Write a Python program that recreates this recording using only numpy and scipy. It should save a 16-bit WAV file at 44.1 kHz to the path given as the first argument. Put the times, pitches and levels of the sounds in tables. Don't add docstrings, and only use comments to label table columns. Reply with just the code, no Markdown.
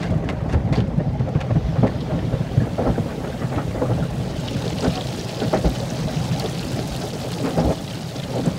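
import sys
import numpy as np
from scipy import signal
from scipy.fft import irfft
from scipy.io import wavfile
from scipy.ndimage import uniform_filter1d

SR = 44100
rng = np.random.default_rng(int(sys.argv[2]) if len(sys.argv) > 2 else 0)


def file_out(sig):
    cols = np.atleast_2d(sig).T
    lim = np.clip(cols, -1, 1)
    pcm = np.round(lim * 32767).astype(np.int16)
    wavfile.write(sys.argv[1], SR, pcm)


N = 378677
TIME = np.arange(N) / SR

# (time [s], relative patter level [dB], relative fine mist level [dB])
SPRAY = [(0.0, -39.5, -63), (0.2, -50, -66.5), (1.15, -48.5, -69.5), (1.74, -41, -62.5), (3.11, -42, -55.5),
         (3.85, -44, -55), (4.3, -41, -56), (4.46, -37.5, -53.5), (4.83, -36.5, -51.5), (5.98, -36.5, -52),
         (6.46, -36.5, -50), (7.2, -38.5, -50), (8.13, -40, -52.5), (8.59, -39.5, -52.5)]
# (time [s], share of separate drops [0-1], pitch of the wetted spot [Hz])
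AIM = [(0, 0.4, 2000), (2, 0.03, 3120), (3.9, 0.38, 2650), (4.5, 0.55, 3400), (4.9, 0.55, 3900),
       (5.4, 0.57, 5100), (6.1, 0.56, 6400), (6.5, 0.59, 4130), (7.1, 0.73, 5000), (8.59, 0.5, 3800)]
# (frequency [Hz], width [Hz], relative gain [dB])
ROOF = [(57, 20, -7.5), (84, 37, -8), (126, 21, 0.5), (165, 29.5, -1.5), (224, 50, -14.5)]
# (frequency [Hz], width [Hz], relative gain [dB])
PANELS = [(236.7, 22.6, 4.5), (274, 58, 3.5), (324, 84, -3.5), (414.6, 36, -0.5), (483, 122, -1),
          (549.2, 23.6, 2), (635.5, 78, 0.5), (765, 36, -1.5), (836.4, 60, -4.5)]
# (frequency [Hz], width [Hz], relative gain [dB])
PANE = [(1074, 35, 6.5), (1110, 160, 0), (1356, 33, 3.5), (1330, 75, 3), (1730, 900, -6)]
# (frequency [Hz], relative gain [dB])
SPLASH = [(300, 7.5), (700, -6), (1100, 1), (1500, -3), (2000, -5), (3000, -17), (6000, -42), (16000, -63)]


def amp(db):
    return 10 ** (np.asarray(db) / 20)


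def unit(x):
    return x / np.sqrt(np.mean(x ** 2) + 1e-20)


def curve(rows, axis=1):
    rows = np.asarray(rows)
    return np.interp(TIME, rows[:, 0], rows[:, axis])


def add(mix, time_s, sound):
    part = mix[max(round(time_s * SR), 0):][:len(sound)]
    part += sound[:len(part)]


def peaked(x, db, size=512):
    return amp(db) * x / np.sqrt(uniform_filter1d(x ** 2, size).max() + 1e-20)


def steadied(x, amount, size):
    power = abs(uniform_filter1d(x ** 2, size)) + 1e-12
    return unit(x / power ** (amount / 2))


def wander(slow_hz, fast_hz):
    hz = np.fft.rfftfreq(N, 1 / SR)[:N // 100] + 1e-3
    weight = 1 / np.sqrt(hz * (1 + (slow_hz / hz) ** 4) * (1 + (hz / fast_hz) ** 4))
    slow = irfft(weight * np.exp(2j * np.pi * rng.random(len(hz))))
    return unit(np.interp(TIME, np.linspace(0, TIME[-1], len(slow)), slow))


def impacts(per_s, spread_db):
    draw = rng.random(N) * SR / per_s
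    at = np.flatnonzero(draw < 1)
    out = np.zeros(N)
    out[at] = (-1) ** at * amp(spread_db * np.minimum(-np.log(draw[at]), 4))
    return out


def colour(x, points, size=2048):
    hz, db = np.transpose(points)
    bins_hz = abs(np.fft.fftfreq(size, 1 / SR)) + 1
    log_gain = np.log(amp(np.interp(np.log(bins_hz), np.log(hz), db)))
    taps = np.fft.ifft(np.exp(np.conj(signal.hilbert(log_gain)))).real
    return signal.oaconvolve(x, taps[:size // 2])[:len(x)]


def ring(x, modes, top_hz, order=3):
    out = 0
    for force, (hz, width_hz, db) in zip(x, modes):
        out = out + amp(db) * signal.lfilter(*signal.iirpeak(hz, hz / width_hz, SR), force)
    low_cut = signal.butter(order, modes[0][0] * 0.69, "high", fs=SR, output="sos")
    lining = signal.butter(order, top_hz, fs=SR, output="sos")
    return signal.sosfilt(lining, signal.sosfilt(low_cut, out))


def resonate(x, hz, width_hz):
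    turn = np.exp(2j * np.pi * np.cumsum(hz) / SR)
    r = np.exp(-np.pi * width_hz / SR)
    return 2 * (turn * signal.lfilter([1 - r], [1, -r], x / turn)).real


def patchy(x, depth_db, size):
    z = signal.stft(x, nperseg=size)[2]
    field = uniform_filter1d(rng.standard_normal(z.shape), size=5, axis=0)
    field = unit(uniform_filter1d(field, size=2, axis=1))
    return signal.istft(z * amp(depth_db * field), nperseg=size)[1][:N]


def contact(length_s, rise_s, count=1, size=7000):
    t = np.arange(size) / SR
    landing = 1 - np.exp(-t / rise_s)
    return rng.standard_normal((count, size)) * landing * np.exp(-(t / max(length_s, .002)) ** 1.5)


def press(rise_s, fall_s, size=9000):
    t = np.arange(size) / SR
    return np.minimum(t / rise_s, 1) ** .7 * np.exp(-(np.maximum(t - rise_s, 0) / fall_s) ** 1.5)


def strike(modes, hz, focus_db_per_octave, own_share, sag, top_hz, size=9000, count=300):
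    octaves = abs(np.log2(np.asarray(modes)[:, :1] / hz))
    force = rng.standard_normal((len(modes), 2 * size)) * amp(-focus_db_per_octave * octaves)
    near = ring(force, modes, top_hz)[size:]
    turns = rng.random() + hz * np.cumsum(1 - sag * np.linspace(0, 1, size)) / SR
    note = np.sin(2 * np.pi * turns)
    both = np.sqrt(own_share) * unit(note) + np.sqrt(1 - own_share) * unit(near)
    return steadied(both, amount=1.0, size=count)


def drop(hz, cycles, size=600):
    turns = hz * np.arange(size) / SR
    return np.sin(2 * np.pi * turns) * np.sqrt(turns) * np.exp(-turns / cycles)


def splat(hz, length_s, rise_s):
    spot = signal.iirpeak(hz, 2.5, SR)
    return signal.lfilter(*spot, signal.lfilter(*spot, contact(length_s, rise_s, size=3000)[0]))


def dragging(level_db=3.5, lumpy_db=2.0, shifting_db=3.5, deep_db=5.0, deep_hz=100, fade_db_per_s=1.4):
    # (time [s], relative boom level [dB])
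    pressure = [(0.0, -30), (0.8, -28), (1.45, -29.5), (2.3, -30.5), (2.7, -29), (3.15, -33), (4.1, -28.5),
                (5.3, -32.5), (6.26, -29), (7.0, -32), (8.1, -34), (8.59, -27.5)]
    shifting = np.array([wander(6.1, 19) for _ in ROOF])
    unevenness = amp(lumpy_db * wander(1.0, 28) + shifting_db * shifting)
    force = rng.standard_normal((len(ROOF), N)) * unevenness
    deep = np.asarray(ROOF)[:, :1] < deep_hz
    force = force * amp(deep * (deep_db - fade_db_per_s * TIME))
    boom = steadied(ring(force, ROOF, top_hz=269), amount=0.49, size=1500)
    return amp(curve(pressure) + level_db) * boom


def drumming(panel_db=7.5, runoff_db=-4.0, lumpy_db=0.93):
    # (time [s], relative level [dB])
    levels = [(0.0, -37.5), (0.86, -38), (0.95, -40.5), (1.45, -41), (2.2, -39.5), (2.65, -39.5),
              (3.2, -40), (3.9, -40.5), (4.6, -40), (6.0, -38.5), (7.3, -40), (7.58, -34.5), (7.8, -43),
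              (8.25, -42.5), (8.59, -41)]
    surge = amp(lumpy_db * wander(1.5, 30))
    force = np.array([impacts(per_s=450, spread_db=5.0) for _ in PANELS]) * surge
    panels = patchy(ring(force, PANELS, top_hz=930), depth_db=3.0, size=2048)
    splashes = colour(impacts(per_s=3000, spread_db=-2.5) * surge, SPLASH)
    runoff = patchy(splashes, depth_db=3.5, size=1024)
    return amp(curve(levels)) * (amp(panel_db) * unit(panels) + amp(runoff_db) * unit(runoff))


def jet_roar(level_db=-1, lumpy_db=1, top_hz=1200, centre_hz=720, focus_db_per_octave=5):
    octaves = abs(np.log2(np.asarray(PANELS)[:, :1] / centre_hz))
    surge = amp(lumpy_db * wander(2.9, 40))
    force = rng.standard_normal((len(PANELS), N)) * surge * amp(-focus_db_per_octave * octaves)
    return amp(curve(SPRAY) + level_db) * np.sqrt(curve(AIM)) * unit(ring(force, PANELS, top_hz))


def sheeting(level_db=-2, lumpy_db=2.0, patchy_db=4.5):
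    # (time [s], relative level [dB])
    levels = [(0, -41.5), (1.1, -50), (1.7, -44.5), (2.5, -44.5), (3.5, -41), (4.2, -46), (5.3, -47),
              (6.4, -41.5), (7.2, -50), (8.59, -45)]
    # (frequency [Hz], relative gain [dB])
    slosh = [(300, -4), (800, 1), (1050, 2), (1400, 1), (2000, -0.5), (3000, -11.5), (6000, -28),
             (16000, -50)]
    flow = impacts(per_s=2500, spread_db=3.5) * amp(lumpy_db * wander(4.8, 45))
    splashes = patchy(colour(flow, slosh), depth_db=patchy_db, size=1024)
    return amp(curve(levels) + level_db) * unit(splashes)


def patter(level_db=-3.0, clump_db=4.0, spot_db=-4, count=24):
    # (frequency [Hz], relative gain [dB])
    glass_spectrum = [(300, -20.5), (900, 3.5), (1500, 2.5), (2200, 0.5), (3100, 2.5), (4700, 0.5),
                      (6300, -5), (8500, -25), (12000, -29), (16000, -39)]
    share = curve(AIM)
    ticks = np.zeros(N)
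    for hz in np.geomspace(1200, 10000, count):
        train = signal.oaconvolve(impacts(per_s=260, spread_db=-1.0), drop(hz, cycles=0.92))[:N]
        ticks += np.sqrt(hz) * unit(train)
    wash = rng.standard_normal(N)
    water = np.sqrt(share) * unit(ticks) + np.sqrt(1 - share) * wash
    water = colour(water * amp(clump_db * share * wander(4.7, 200)), glass_spectrum)
    spot = resonate(water, curve(AIM, axis=2), width_hz=2600)
    water = patchy(water + amp(spot_db) * spot, depth_db=2.5, size=1024)
    return amp(curve(SPRAY) + level_db) * unit(water)


def mist(level_db=4, pin_db=-1.5, clump_db=2.5):
    # (frequency [Hz], relative gain [dB])
    mist_spectrum = [(4000, -5), (6500, 6), (8000, 4.5), (10000, 1), (12000, -2), (14000, -5), (16000, -4)]
    share = curve(AIM)
    pinpricks = unit(impacts(per_s=1600, spread_db=16.0))
    fizz = rng.standard_normal(N) + amp(pin_db) * share * pinpricks
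    fizz = colour(fizz * amp(clump_db * share * wander(5.9, 150)), mist_spectrum)
    return amp(curve(SPRAY, axis=2) + level_db) * unit(patchy(fizz, depth_db=2.0, size=512))


def stray_drops(level_db=-2, per_s=18, spread_db=3.5, tick_db=0.0, tilt_db_per_octave=-4.0, count=24):
    out = np.zeros(N)
    for hz in np.geomspace(2800, 7600, count):
        burst = peaked(splat(hz, length_s=0.0018 * rng.uniform(.5, 4.5), rise_s=0.0002), 0, size=48)
        add(burst, 0, peaked(drop(hz, cycles=1.0), tick_db, size=48))
        train = signal.oaconvolve(impacts(per_s, spread_db), unit(burst))[:N]
        out += amp(tilt_db_per_octave * np.log2(hz)) * train
    return amp(curve(SPRAY) + level_db) * curve(AIM) * unit(out)


def slaps(level_db=-3, grain_db=3.5, ring_db=9, sharpness=6, pane_db=-6, tail_db=-15):
    # (time [s], relative level [dB], length [s], centre [Hz])
    events = [(0.027, -27.5, 0.028, 1700), (0.29, -23, 0.0079, 2140), (0.297, -27, 0.017, 2100),
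              (0.49, -35, 0.046, 1500), (0.526, -30, 0.021, 1860), (0.726, -28, 0.025, 2100),
              (0.729, -32.5, 0.011, 4230), (0.753, -30, 0.04, 4500), (0.776, -35, 0.019, 3060),
              (0.79, -40, 0.012, 2200), (0.803, -31, 0.0099, 3020), (1.195, -37.5, 0.014, 1960),
              (1.351, -38, 0.02, 2510), (1.405, -28, 0.017, 2300), (1.413, -30, 0.0074, 2960),
              (1.872, -29, 0.013, 1910), (3.557, -33, 0.04, 1900)]
    # (frequency [Hz], relative gain [dB])
    slap_spectrum = [(200, -52), (800, 17.5), (1300, -3.5), (2000, 4), (3500, 1.5), (7000, -8.5),
                     (11000, -21.5), (16000, -34)]
    out = np.zeros(N)
    for s, db, length_s, hz in events:
        force = contact(length_s, rise_s=0.00023)[0]
        crackle = unit(uniform_filter1d(rng.standard_normal(len(force)), 50))
        force = force * amp(grain_db * crackle)
        hollow = amp(ring_db) * signal.lfilter(*signal.iirpeak(hz, sharpness, SR), force)
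        smack = colour(force + hollow, slap_spectrum)
        pane = ring([force] * len(PANE), PANE, top_hz=2850)
        trickle = colour(contact(length_s=0.049, rise_s=0.0054)[0], SPLASH)
        add(out, s - .001, peaked(smack, db + level_db, size=256))
        add(out, s, peaked(pane, db + level_db + pane_db, size=256))
        add(out, s, peaked(trickle, db + tail_db))
    return out


def flicks(level_db=4, length_s=0.0086, low_hz=6800, high_hz=9500):
    # (time [s], relative level [dB])
    events = [(0.083, -63), (0.1067, -55), (0.1775, -60), (0.3244, -63), (0.531, -57), (0.8774, -63),
              (0.9777, -59), (1.1293, -63), (1.288, -57)]
    out = np.zeros(N)
    for s, db in events:
        tick = splat(low_hz, length_s, rise_s=0.0011) + .5 * splat(high_hz, length_s, rise_s=0.0014)
        add(out, s - .001, peaked(tick, db + level_db, size=128))
    return out


def thumps(level_db=1.0):
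    # (time [s], relative level [dB], starting pitch [Hz], rise [s], fall [s])
    events = [(0.086, -14, 104, 0.012, 0.019), (0.133, -15, 156, 0.03, 0.009),
              (0.296, -24, 135, 0.037, 0.0092), (0.42, -21, 110, 0.0061, 0.013),
              (0.542, -14.5, 90.6, 0.023, 0.013), (0.606, -26, 78, 0.009, 0.011),
              (0.639, -19.5, 121, 0.012, 0.02), (0.703, -15, 160, 0.017, 0.011),
              (0.773, -14, 112, 0.013, 0.025), (0.811, -23, 120, 0.041, 0.011),
              (0.972, -15, 163, 0.01, 0.011), (1.066, -19.0, 157, 0.0062, 0.027),
              (1.196, -14.0, 127, 0.011, 0.025), (1.346, -13, 143, 0.011, 0.017),
              (1.504, -15.5, 115, 0.017, 0.025), (1.554, -13.5, 149, 0.012, 0.02),
              (1.682, -19.5, 163, 0.008, 0.034), (1.774, -16, 140, 0.025, 0.012),
              (1.808, -13.5, 116, 0.033, 0.023), (2.124, -18, 178, 0.01, 0.03),
              (2.198, -26, 182, 0.014, 0.01), (2.221, -22.5, 124.6, 0.034, 0.049),
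              (2.323, -18, 125, 0.015, 0.012), (2.401, -17.0, 160.5, 0.012, 0.009),
              (2.571, -10, 114, 0.0087, 0.012), (2.594, -16.5, 123.6, 0.032, 0.013),
              (2.896, -15, 162, 0.0062, 0.013), (2.983, -17, 162, 0.017, 0.013),
              (3.441, -21, 125, 0.011, 0.011), (3.56, -21, 106, 0.009, 0.023),
              (3.676, -24, 103, 0.013, 0.014), (3.881, -18.5, 123.5, 0.024, 0.074),
              (3.991, -20.0, 172, 0.037, 0.012), (4.173, -27, 151, 0.009, 0.04),
              (4.554, -18, 136, 0.0085, 0.011), (4.866, -17.5, 169, 0.012, 0.024),
              (5.448, -19, 127, 0.029, 0.01), (5.54, -24, 195, 0.037, 0.031),
              (5.638, -18.0, 176, 0.027, 0.018), (6.036, -20.5, 157, 0.028, 0.01),
              (6.158, -25, 170, 0.044, 0.013), (6.298, -19, 163.4, 0.027, 0.016),
              (6.727, -21.0, 126, 0.018, 0.014), (7.567, -20.0, 163, 0.012, 0.046),
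              (7.626, -25, 111, 0.06, 0.018), (7.685, -23, 164, 0.014, 0.014),
              (8.466, -14.5, 158, 0.01, 0.01)]
    out = np.zeros(N)
    for s, db, hz, rise_s, fall_s in events:
        boom = strike(ROOF, hz, focus_db_per_octave=3, own_share=0.49, sag=0.086, top_hz=280, count=700)
        add(out, s, amp(db + level_db) * boom * press(rise_s, fall_s))
    return out


def heaves(level_db=-7, swell_s=0.012):
    # (time [s], relative level [dB], mean sway rate [Hz])
    events = [(0.097, -19, 76), (0.532, -10.5, 73), (0.775, -23, 55.3), (1.637, -14, 55.7),
              (2.875, -15, 53), (3.889, -27, 59.5), (5.649, -10, 54), (6.899, -22, 56), (7.646, -11, 61.4)]
    out = np.zeros(N)
    t = np.arange(SR // 4) / SR
    for s, db, mean_hz in events:
        hz = mean_hz * rng.uniform(.9, 1.1)
        sway = np.sin(2 * np.pi * hz * t) * t ** 2 * np.exp(-t / swell_s)
        add(out, s - .012, peaked(sway, db + level_db))
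    return out


def blows(knock_db=-.5, splash_db=0, pane_db=-2, splash_share=0.92, trickle_db=-9, trickle_s=0.037):
    # (time [s], relative knock level [dB], starting pitch [Hz], rise [s], fall [s], wet splash level [dB])
    events = [(0.231, -33.5, 259, 0.027, 0.048, -55), (0.53, -21, 277, 0.0088, 0.019, -35),
              (0.724, -19.5, 532, 0.004, 0.017, -44), (0.769, -19.5, 420, 0.015, 0.011, -42.0),
              (0.982, -22, 282, 0.033, 0.0071, -48), (1.202, -25.5, 237, 0.003, 0.022, -41),
              (1.262, -24, 524, 0.025, 0.014, -43), (1.35, -23.5, 318, 0.003, 0.017, -36.5),
              (1.497, -20.5, 226, 0.016, 0.0087, -37), (1.547, -25, 327, 0.0098, 0.032, -43),
              (1.755, -24.5, 536, 0.0044, 0.028, -37.5), (1.826, -14.5, 259.4, 0.0082, 0.041, -37),
              (2.077, -24.5, 235, 0.036, 0.07, -41.5), (2.321, -24.0, 550, 0.012, 0.039, -40),
              (2.666, -24, 473, 0.003, 0.014, -45), (2.781, -18.5, 509, 0.0054, 0.053, -38.5),
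              (2.849, -17.5, 328, 0.024, 0.037, -37.5), (2.975, -16.5, 233, 0.0074, 0.011, -38),
              (3.051, -29, 262, 0.0077, 0.057, -56), (3.234, -26.5, 563, 0.0066, 0.024, -43),
              (3.417, -27, 265.5, 0.0034, 0.035, -36.5), (3.516, -25, 608, 0.0033, 0.041, -39),
              (3.572, -18, 289, 0.0027, 0.024, -34.5), (3.743, -24.5, 271, 0.0047, 0.066, -43),
              (3.814, -16, 514, 0.0057, 0.033, -39), (3.891, -20.5, 293, 0.021, 0.023, -39.0),
              (3.934, -33, 258, 0.01, 0.019, -55), (3.976, -25, 261, 0.004, 0.046, -57),
              (4.307, -33, 276, 0.005, 0.008, -48.0), (4.816, -18, 264.7, 0.04, 0.035, -34),
              (4.944, -25, 751, 0.033, 0.028, -39), (5.414, -20, 225, 0.0057, 0.051, -42),
              (5.529, -13.5, 638, 0.007, 0.028, -28), (5.64, -18.5, 309, 0.007, 0.038, -51),
              (6.199, -30.5, 508, 0.003, 0.03, -47), (6.427, -20.5, 452, 0.027, 0.011, -46),
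              (7.034, -24.0, 304, 0.0055, 0.011, -54), (7.433, -21.5, 270.5, 0.028, 0.042, -32.5),
              (7.573, -16.5, 533, 0.0064, 0.043, -37), (7.637, -19.5, 312, 0.014, 0.039, -47),
              (7.7, -17.5, 559, 0.005, 0.026, -36.5), (8.35, -21, 502, 0.019, 0.022, -48),
              (8.389, -21.5, 269, 0.005, 0.021, -51), (8.442, -22, 250, 0.024, 0.034, -42)]
    out = np.zeros(N)
    for s, db, hz, rise_s, fall_s, wet_db in events:
        knock = strike(PANELS, hz, focus_db_per_octave=2.0, own_share=0.28, sag=0.097, top_hz=900)
        knock = knock * press(rise_s, fall_s)
        forces = rng.standard_normal((len(PANE), len(knock)))
        water = unit(colour(forces[0], SPLASH))
        pane = unit(ring(forces, PANE, top_hz=2850))
        smack = (amp(pane_db) * pane + amp(splash_db) * water) * press(rise_s, fall_s * splash_share)
        trickle = amp(trickle_db) * water * press(rise_s + fall_s, trickle_s)
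        add(out, s, amp(db + knock_db) * knock + amp(wet_db) * (smack + trickle))
    return out


def plops(level_db=-3, cycles=9, rough_db=-4):
    # (time [s], relative level [dB], pitch [Hz])
    events = [(1.0, -38, 1840), (2.6047, -32.5, 1710), (3.0926, -34, 1125), (3.243, -36, 1660),
              (3.586, -26.5, 1285), (3.855, -31, 1180), (4.027, -32, 1400), (4.85, -30, 1490),
              (5.421, -30, 1485), (5.537, -43, 1920), (5.649, -38, 1410)]
    out = np.zeros(N)
    for s, db, hz in events:
        pocket = peaked(drop(hz, cycles, size=3000), 0, size=192)
        rough = peaked(splat(hz, length_s=0.033, rise_s=0.0037), rough_db, size=192)
        add(out, s - .003, peaked(pocket + rough, db + level_db, size=192))
    return out


def large_drops(level_db=0.5, cycles=3.0, splat_db=2.5):
    # (time [s], relative level [dB], pitch [Hz], length, held to 0.002 or more [s])
    events = [(2.005, -37, 3660, 0.014), (2.1902, -39, 2840, 0.008), (3.5605, -36, 2600, 0.004),
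              (3.934, -38.0, 3130, 0.0012), (4.003, -38, 3170, 0.0018), (4.4766, -30.5, 3760, 0.0058),
              (4.483, -26.5, 3050, 0.0039), (4.622, -31, 3820, 0.0017), (4.679, -27, 3840, 0.0013),
              (4.7044, -30.0, 2980, 0.0019), (4.7277, -32, 3010, 0.0036), (4.785, -28.5, 3030, 0.0021),
              (4.807, -28, 5000, 0.0016), (4.845, -32, 4590, 0.001), (4.954, -29, 4260, 0.0069),
              (4.9754, -27, 3190, 0.0017), (5.01, -29, 3420, 0.0023), (5.07, -31.0, 4060, 0.0035),
              (5.194, -31.0, 4770, 0.0039), (5.2111, -33, 5920, 0.0023), (5.346, -31, 3650, 0.0013),
              (5.401, -28, 3120, 0.0039), (5.4938, -35, 3540, 0.001), (5.574, -32.0, 3930, 0.0043),
              (5.7571, -33.0, 2800, 0.005), (5.9025, -31.5, 5860, 0.0038), (6.0832, -32.0, 3480, 0.0016),
              (6.3989, -24, 4430, 0.001), (6.405, -30.0, 4220, 0.0013), (6.459, -27.5, 3500, 0.0049),
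              (6.576, -32, 3690, 0.0012), (6.5941, -29, 4080, 0.001), (6.628, -32, 2790, 0.0025),
              (6.951, -34, 2940, 0.0033), (7.506, -32.0, 3010, 0.0013), (7.599, -34, 5270, 0.0058),
              (7.633, -40, 3890, 0.0013), (7.682, -38, 3730, 0.001), (7.909, -32.0, 3130, 0.0051),
              (7.934, -33, 2830, 0.0036), (8.1652, -32.0, 5040, 0.0013), (8.1993, -30.0, 3520, 0.0012),
              (8.233, -33.0, 3320, 0.008), (8.46, -34, 7400, 0.0053)]
    out = np.zeros(N)
    for s, db, hz, length_s in events:
        sound = amp(splat_db) * peaked(splat(hz, length_s, rise_s=0.00012), 0, size=64)
        add(sound, 0, peaked(drop(hz, cycles), 0, size=64))
        add(out, s, peaked(sound, db + level_db, size=64))
    return out


def snaps(level_db=-3, low_hz=3500, top_hz=11000):
    # (time [s], relative level [dB])
    events = [(5.697, -32), (6.3964, -25), (6.875, -36), (6.963, -30), (7.001, -39), (7.036, -31),
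              (7.2205, -36), (7.3172, -30), (8.457, -33)]
    out = np.zeros(N)
    band = signal.butter(1, [low_hz, top_hz], "band", fs=SR)
    for s, db in events:
        click = signal.lfilter(*band, contact(length_s=0.002, rise_s=0.0001, size=800)[0])
        add(out, s, peaked(click, db + level_db, size=64))
    return out


def scene():
    body = dragging() + drumming() + jet_roar() + thumps() + heaves() + blows() + plops()
    glass = sheeting() + patter() + mist() + stray_drops() + slaps() + flicks() + large_drops() + snaps()
    return (body + glass)[None]


def record(dry, low_cut_hz=29, cutoff_hz=15780):
    lean = signal.sosfilt(signal.butter(3, low_cut_hz, "high", fs=SR, output="sos"), dry)
    band_limit = signal.firwin(1023, cutoff_hz, window=("kaiser", 9), fs=SR)
    return signal.oaconvolve(lean, band_limit[None], "same")


dry = scene()
out = record(dry)
file_out(out)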